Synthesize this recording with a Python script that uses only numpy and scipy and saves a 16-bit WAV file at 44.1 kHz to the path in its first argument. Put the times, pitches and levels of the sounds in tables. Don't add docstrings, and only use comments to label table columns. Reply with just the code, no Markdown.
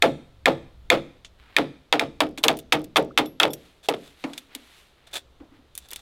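import sys
import numpy as np
from scipy import signal
from scipy.fft import rfft, irfft
from scipy.io import wavfile
from scipy.ndimage import uniform_filter1d

SR = 44100
rng = np.random.default_rng(int(sys.argv[2]) if len(sys.argv) > 2 else 0)


def wav_record(signal):
    frames = np.transpose(np.atleast_2d(signal))
    bounded = np.clip(frames, -1, 1)
    quanta = np.round(bounded * 32767).astype(np.int16)
    wavfile.write(sys.argv[1], SR, quanta)


N = 265041
T = np.arange(SR // 2) / SR

# t/s, crack/dB, hollow knock/dB, splinter fizz/dB, deck thud/dB, # bite decay/s, hollow
# pitch/Hz, deck's favoured note/Hz
CUTS = [(1.9256, -15.5, -18.5, -23.5, -16, 0.0024, 798, 760), (2.2045, -18, -18, -24, -16, 0.004, 966, 280),
        (2.4376, -18, -26, -17.5, -16.5, 0.0079, 1027, 440),
        (2.4822, -15.5, -23.5, -18.5, -15.5, 0.0022, 942, 660),
        (2.7228, -13.5, -23, -21, -15.5, 0.012, 798, 292),
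        (2.959, -17.5, -19, -30.5, -25, .0013, 1064, 456),
        (2.9666, -17.5, -22, -22, -12.5, 0.0069, 785, 483),
        (3.1756, -14, -23.5, -20.5, -15.5, 0.014, 1290, 275),
        (3.4, -14, -27.5, -23.5, -21, 0.004, 1330, 640), (3.432, -15, -24, -25, -15.5, 0.002, 773, 520),
        (3.8864, -23.5, -17.5, -26.5, -19, 0.0066, 693, 438),
        (3.938, -35, -29.5, -48.5, -37, 0.0053, 623, 445)]
# f/Hz, level/(dB per Hz)
TICK = [(200, -18.5), (1200, -15.5), (2600, -5), (3600, -2.5), (5000, -8), (7500, -5.5), (10000, -5.5),
        (14000, -9.5), (16000, -18)]


def amp(db):
    return 10 ** (np.asarray(db) / 20)


def evened(x):
    return x / np.sqrt(np.mean(x ** 2) + 1e-20)


def sized(x):
    return x / np.sqrt(np.sum(x ** 2) / (SR / 100) + 1e-20)


def dying(t, t60):
    return np.exp(-np.log(1000) * np.maximum(t, 0) / t60) * (t >= 0)


def read(points, hz):
    f, db = np.transpose(points)
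    return np.interp(np.log(hz + 1), np.log(f + 1), db)


def add(mix, s, sound):
    part = mix[max(round(s * SR), 0):][:len(sound)]
    part += sound[:len(part)]


def colour(x, points, size=4096):
    log_gain = np.log(amp(read(points, abs(np.fft.fftfreq(size, 1 / SR)))))
    taps = np.fft.ifft(np.exp(np.conj(signal.hilbert(log_gain)))).real
    return signal.oaconvolve(x, taps[:size // 2])[:len(x)]


def fibres(decay_s, grain_db):
    clicks = rng.standard_normal(len(T)) * amp(grain_db * rng.standard_normal(len(T)))
    return clicks * np.exp(-T / max(decay_s, 1e-4))


def ring(modes, t60):
    tones = sum((-1) ** k * amp(db) * np.sin(2 * np.pi * hz * T) for k, (hz, db) in enumerate(modes))
    return tones * dying(T, t60)


def outdoors():
    # f/Hz, level/(dB per Hz)
    air_colour = [(15, -44), (25, -2.5), (64, -15.5), (200, -17.5), (309, -14), (451, -14.5), (714, -18.5),
                  (1130, -21.5), (1370, -20), (1480, -24.5), (2760, -25.5), (3620, -22.5), (5430, -34.5),
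                  (14800, -44.5), (16000, -52)]
    # t/s, level/dB
    wind_level = [(0, -55), (1.0, -50), (1.7, -62), (2.4, -52.5), (4.6, -69.5), (5.4, -57.5), (6.0, -58.5)]
    wind_colour = [(12, -6.0), (28, -1.5), (45, -12.5), (62, 2.0), (80, -8.0), (100, -7.5),
                   (200, -21.5), (900, -58.0)]
    gust_db, gust_hz = -1, 3
    hz, t = np.fft.rfftfreq(N, 1 / SR), np.arange(N) / SR

    def noise(gain):
        return evened(irfft(rfft(rng.standard_normal(N)) * gain, N))

    air = noise(amp(read(air_colour, hz)))
    wind = noise(amp(read(wind_colour, hz)))
    gusts = noise(np.exp(-(hz / gust_hz) ** 2))
    wind_db = np.interp(t, *np.transpose(wind_level)) + gust_db * gusts
    return amp(-62.5) * air + amp(wind_db) * wind


def echo(x, spectrum, t60, delay_s):
    t = np.arange(SR) / SR
    tail = colour(rng.standard_normal(SR) * dying(t - delay_s, t60), spectrum)
    return signal.fftconvolve(x, tail / np.linalg.norm(tail))[:N]


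def plop():
    # t/s, level/dB, f/Hz, rise/(Hz per s)
    s, db, hz, rise = (3.103, -46.5, 950, 40000)
    out = np.zeros(N)
    tone = np.sin(2 * np.pi * (hz + rise * T / 2) * T)
    envelope = np.minimum(T / 0.009, 1) ** 2 * dying(np.maximum(T - .008, 0), t60=.015)
    add(out, s, amp(db) * sized(tone * envelope))
    return out


def rubbing(strokes, spectrum, attack_s, press_db, release_t60, clump_db, catches_per_s, catch_db):
    level = np.zeros(N)
    for s, length_s, db in strokes:
        pressure = amp(press_db * np.minimum(T / length_s - 1, 0))
        release = dying(np.maximum(T - length_s, 0), release_t60)
        add(level, s, amp(db) * np.minimum(T / attack_s, 1) * pressure * release)
    clumps = amp(clump_db * evened(uniform_filter1d(rng.standard_normal(N), 70)))
    catches = (rng.random(N) < catches_per_s / SR) * rng.standard_normal(N)
    grain = evened(rng.standard_normal(N) * clumps) + amp(catch_db) * evened(catches)
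    return level * evened(colour(grain, spectrum))


def singing(x, hz, width_hz, db):
    return x + amp(db) * signal.lfilter(*signal.iirpeak(hz, hz / width_hz, SR), x)


def bumps():
    # t/s, level/dB, f/Hz, tap/dB
    pushes = [(2.377, -33.5, 285, -35.5), (4.2397, -23, 276.8, -29.5), (4.551, -40, 271, -53.5),
              (5.401, -38.5, 285, -57.5), (5.513, -47.5, 286, -67.5), (5.584, -50.5, 266, -75),
              (5.921, -62, 318, -43.5)]
    # f/Hz, level/(dB per Hz)
    tap_colour = [(100, -8.5), (480, 3), (1000, -0.5), (2400, 2), (4000, -10.5), (16000, -39)]
    blur_colour = [(80, -28), (170, -10.5), (280, -3.5), (500, -7), (900, -10.5), (3000, -35.0), (12000, -57)]
    out = np.zeros(N)
    for s, db, hz, tap_db in pushes:
        modes = sized(ring([(hz * .88, -7), (hz, 0), (hz * 1.14, -3)], t60=0.2))
        blur = sized(colour(rng.standard_normal(len(T)) * dying(T, t60=0.29), blur_colour))
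        low = sized((modes + amp(-6.5) * blur) * np.minimum(T / 0.0078, 1))
        tap = sized(colour(fibres(.008, grain_db=4.5), tap_colour))
        add(out, s, amp(db) * low + amp(tap_db) * tap)
    return out


def ticks():
    # t/s, level/dB, decay/s, brightness at 13 kHz/dB
    snaps = [(1.247, -41.5, 0.013, -24.5), (2.376, -39, 0.013, -5), (2.382, -36, 0.0055, -14),
             (2.432, -35, 0.017, -2), (2.57, -43.5, .0047, 7), (2.5895, -39, 0.0013, 6.5),
             (2.843, -46, 0.00242, 4), (2.97, -30.5, .0026, 1), (3.259, -46, 0.002, -8),
             (3.534, -33.5, .0028, 9.5), (4.334, -39.5, 0.0055, -14), (4.378, -33.5, 0.0069, -3),
             (4.55, -33, .0028, 0), (5.141, -40, 0.001, 4), (5.7528, -40, .001, 11),
             (5.7777, -32.5, 0.00046, 12.5), (5.8875, -51, .0015, 5), (5.9067, -43.5, 0.00081, 3.5),
             (5.914, -39.5, 0.00084, 9), (5.9325, -35, 0.0026, 2), (5.9603, -35, 0.0014, 2)]
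    out = np.zeros(N)
    for s, db, decay_s, bright_db in snaps:
        snap = colour(sized(fibres(decay_s, grain_db=1)), [(6500, 0.02), (13000, bright_db)])
        shiver = colour(sized(fibres(0.0071, grain_db=8.5)), [(4000, 0), (7000, bright_db - 8.0)])
        tick = singing(colour(snap + shiver, TICK), hz=3484, width_hz=170, db=0.5)
        add(out, s, amp(db) * sized(tick))
    return out


def blade():
    # t/s, level/dB, time free/s
    rings = [(0.0197, -44.5, .15), (2.9665, -47.5, .03), (3.26, -43, .13), (3.3985, -45, .03),
             (3.505, -41, .14)]
    # f/Hz, level/dB, t60/s
    steel = [(3450, 4.5, .06), (5400, -6.5, .07), (7200, -12, 0.053), (11600, -2.5, 0.21),
             (13437, -17.5, .08), (15143, -10.5, .08)]
    # t/s, level/dB
    flick_s, flick_db = (3.537, -40)
    # f/Hz, level/dB
    flick_modes = [(5669, 0), (15140, 0)]
    stopped_t60_s = .04
    out = np.zeros(N)
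    tone = sized(sum(amp(db) * np.sin(2 * np.pi * hz * T) * dying(T, t60) for hz, db, t60 in steel))
    for s, db, free_s in rings:
        add(out, s, amp(db) * tone * dying(np.maximum(T - free_s, 0), stopped_t60_s))
    add(out, flick_s, amp(flick_db) * sized(ring(flick_modes, t60=0.038)))
    return out


def crumbs(db, spread_db, first_s, within_s, count):
    out = np.zeros(N)
    for s, _, _, fizz_db, *_ in CUTS:
        for when, size in rng.random((count, 2)):
            snap = sized(colour(fibres(.002, grain_db=9), TICK))
            add(out, s + first_s + when * within_s, amp(fizz_db + db - spread_db * size) * snap)
    return out


def rattle(swell_s, t60):
    # f/Hz, level/(dB per Hz)
    rattle_colour = [(200, -33.5), (700, -2), (1250, 9), (1550, 2.5), (2300, 2), (2850, 0), (3500, 0.5),
                     (4600, -9.5), (6000, -19), (10000, -25), (16000, -31.5)]
    chatter = rng.standard_normal(len(T)) * amp(9.9 * rng.standard_normal(len(T)))
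    envelope = np.minimum(.5 + .5 * T / swell_s, 1) * dying(np.maximum(T - swell_s, 0), t60)
    return sized(colour(chatter * envelope, rattle_colour))


def spreading(hz, t, lag_s, t60):
    arrival_s = lag_s * (300 / hz) ** .5
    swell = 1 - np.exp(-(np.maximum(t, 0) / arrival_s) ** 3)
    return swell * dying(np.maximum(t - arrival_s, 0), t60 * (300 / hz) ** 0.53)


def thud(deck, favoured_hz, lag_s, t60, blur, favour_db):
    # f/Hz, level/(dB per Hz)
    thud_colour = [(40, -33), (90, -22.5), (140, -10), (175, -12), (290, -2), (380, -8.5), (540, -2),
                   (780, -4), (1100, -13), (2000, -27.5), (5000, -45)]

    def favour(hz):
        return amp(favour_db * np.exp(-(np.log(hz / favoured_hz) / 0.13) ** 2))

    hz, db = np.transpose(deck)[:, :, None]
    gains = amp(db + 1.2 * rng.standard_normal(db.shape)) * favour(hz)
    tones = np.sin(2 * np.pi * hz * (T - lag_s * (300 / hz) ** .5))
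    modes = (gains * tones * spreading(hz, T, lag_s, t60)).sum(0)
    f, t, z = signal.stft(rng.standard_normal(len(T)), SR, nperseg=256)
    f = np.maximum(f, 120)[:, None]
    wash = signal.istft(z * favour(f) * spreading(f, t, lag_s, t60), SR, nperseg=256)[1][:len(T)]
    return sized(sized(modes) + blur * sized(colour(wash, thud_colour)))


def knock(hz, t60):
    # multiple of the pitch, level/dB
    hollow = [(0.619, 0), (0.998, 1.5), (1.18, -1), (1.421, -9.5)]
    return sized(ring([(hz * k, db) for k, db in hollow], t60) * np.minimum(T * hz, 1))


def crack(wall, bite_s, t60, tear, split):
    tearing = fibres(bite_s, grain_db=2.5)
    push = tear * tearing / np.linalg.norm(tearing)
    push[0] += 1
    push[round(.0034 * SR)] += split
    ringing = signal.fftconvolve(push, ring(wall, t60))[:len(T)]
    return sized(colour(ringing, [(500, -8.5), (1200, -9.5), (1900, 0.5)]))


def blows(rows, wall, deck, wall_t60, tear, split, peel_db, lag_s, deck_t60, blur, favour_db, boom_db,
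          rattle_db, swell_s, rattle_t60):
    # f/Hz, level/(dB per Hz)
    fizz_colour = [(300, -25), (1500, -28), (3500, 14.5), (5500, 5.5), (7500, 1), (10000, -4), (12000, -4),
                   (16000, -15)]
    boom_hz = 144.1
    peel_delay_s, peel_decay_s, full_bite_s = .008, .008, .006
    out = np.zeros(N)
    for s, crack_db, knock_db, fizz_db, deck_db, bite_s, hollow_hz, favoured_hz in rows:
        edge = amp(crack_db) * crack(wall, bite_s, wall_t60, tear, split)
        edge += amp(knock_db) * knock(hollow_hz, t60=0.037)
        edge += amp(fizz_db) * sized(colour(fibres(0.57 * bite_s, grain_db=6.0), fizz_colour))
        boom = sized(np.sin(2 * np.pi * boom_hz * T) * spreading(boom_hz, T, 2.0 * lag_s, t60=0.28))
        raft = thud(deck, favoured_hz, lag_s, deck_t60, blur, favour_db) + amp(boom_db) * boom
        chatter = amp(crack_db + rattle_db) * rattle(swell_s, rattle_t60)
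        add(out, s, edge + amp(deck_db) * raft + chatter)
        peel = sized(colour(fibres(peel_decay_s, grain_db=4.5), TICK))
        add(out, s + peel_delay_s, amp(fizz_db + peel_db) * min(bite_s / full_bite_s, 1) * peel)
    return out


def scene():
    swing_rows = [(.0226, -12, -23.5, -20.5, -9.5, 0.0065, 686, 700),
                  (.4572, -11, -27.5, -24, -10.5, 0.0043, 640, 550),
                  (.9014, -9.5, -27.5, -22.5, -11, .0037, 673, 520),
                  (1.5654, -11.5, -42, -23.5, -15, 0.0051, 604, 447),
                  (1.9945, -18.5, -39.5, -26, -19.5, 0.0065, 620, 630)]
    # f/Hz, level/dB
    swing_wall = [(1749, 5), (2153, 6), (2470, 6), (2672, -2), (3046, -6.5), (3254, 0), (3501, 1.5),
                  (3736, 0), (4408, -13.5)]
    cut_wall = [(1733, -5), (1946, -6.5), (2156, 0.5), (2635, 0.5), (3011, -2.5), (3329, 2), (3609, 1),
                (3816, -5), (4718, -16.5)]
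    # f/Hz, level/dB
    swing_deck = [(269, -9), (298, -10.5), (333, -4), (376, -13.5), (414, -8.5), (457, -5), (506, -3.5),
                  (549, -3), (586, -14.5), (621, -15), (675, -1), (707, -5.5), (767, -9.5), (845, -4.5),
                  (1243, -22.5), (1337, -8), (1741, -11.5), (1795, -9)]
    cut_deck = [(255, -4), (304, 6.5), (382, -2), (419, 4.5), (460, 7.5), (511, -0.5), (597, -1),
                (624, -8.5), (654, 3), (699, -1.5), (764, 2), (823, 6), (901, 5), (987, -4.5),
                (1033, -19.5), (1138, -14), (1337, -16.5), (1375, -31)]
    # t/s, length/s, level/dB
    scrape_strokes = [(3.828, 0.033, -48.5), (4.03, .05, -54), (5.066, 0.01, -52), (5.108, .02, -60),
                      (5.129, 0.019, -34.5), (5.153, 0.017, -31), (5.745, 0.12, -57), (5.88, 0.12, -54.5)]
    # t/s, length/s, level/dB
    slide_strokes = [(3.52, 0.14, -57.5), (3.92, 0.16, -55), (4.16, 0.21, -54.5), (4.53, 0.26, -54.5)]
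    # t/s, length/s, level/dB
    rustle_strokes = [(1.37, 0.19, -55.5), (4.48, 0.07, -51), (4.95, 0.17, -61), (5.5, 0.071, -61.5)]
    # f/Hz, level/(dB per Hz)
    scrape_colour = [(100, -16), (400, -6), (700, 1), (1050, -5.5), (1600, -1.5), (2100, -5.5), (2700, 0),
                     (3100, -4.5), (3600, 3.5), (5000, -7.5), (8000, -7), (12000, -15), (16000, -20)]
    slide_colour = [(100, -28), (700, 0.5), (2000, 6), (3800, 7), (5200, -3.5), (8000, -5), (12000, -7.5),
                    (16000, -19)]
    cloth_colour = [(200, -9.5), (1000, -4.5), (2000, -1), (3000, -4.5), (4000, -7.5), (6000, -24.5),
                    (16000, -30)]
    # f/Hz, level/(dB per Hz)
    pole_colour = [(60, -16), (140, 7.5), (300, 4), (550, -1.5), (900, -17), (2200, -16), (3700, -16.5),
                   (5500, -9), (15000, -39.5)]
    hut_colour = [(100, -13.5), (500, -7), (1000, -3), (2200, -8), (4000, -4), (5500, -4.5), (9000, -2),
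                  (16000, -12.5)]

    scrape = rubbing(scrape_strokes, scrape_colour, attack_s=0.0042, press_db=5, release_t60=0.076,
                     clump_db=1.5, catches_per_s=280, catch_db=-5)
    slide = rubbing(slide_strokes, slide_colour, attack_s=0.053, press_db=4.5, release_t60=0.65,
                    clump_db=1.5, catches_per_s=800, catch_db=-11.5)
    rustle = rubbing(rustle_strokes, cloth_colour, attack_s=0.032, press_db=5.5, release_t60=0.16,
                     clump_db=2.0, catches_per_s=200, catch_db=-4)
    friction = singing(scrape, hz=3450, width_hz=200, db=1) + slide + rustle
    splinters = crumbs(db=-31.5, spread_db=14.5, first_s=0.01, within_s=.11, count=3)
    swings = blows(swing_rows, swing_wall, swing_deck, wall_t60=0.012, tear=0.45, split=0.058,
                   peel_db=-20.5, lag_s=.023, deck_t60=0.23, blur=1.0, favour_db=2.5, boom_db=-20,
                   rattle_db=-7.0, swell_s=0.025, rattle_t60=0.14)
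    cuts = blows(CUTS, cut_wall, cut_deck, wall_t60=0.015, tear=0.78, split=0.84,
                 peel_db=-12.5, lag_s=0.01406, deck_t60=0.29, blur=0.93, favour_db=6.0, boom_db=-25.5,
                 rattle_db=-3.0, swell_s=0.0023, rattle_t60=0.13)
    near = swings + cuts + splinters + bumps() + ticks() + blade() + plop() + friction
    tails = amp(-30.0) * echo(near, pole_colour, t60=0.4, delay_s=0.029)
    tails += amp(-27) * echo(swings, hut_colour, t60=0.52, delay_s=0.029)
    return (near + tails + outdoors())[None]


def record(dry):
    ceiling, edge_hz = .85, 16100
    squashed = dry / (1 + (dry / ceiling) ** 4) ** (1 / 4)
    lowpass = signal.firwin(255, edge_hz, window=("kaiser", 9), fs=SR)
    return signal.oaconvolve(squashed, lowpass[None], "same")


dry = scene()
out = record(dry)
wav_record(out)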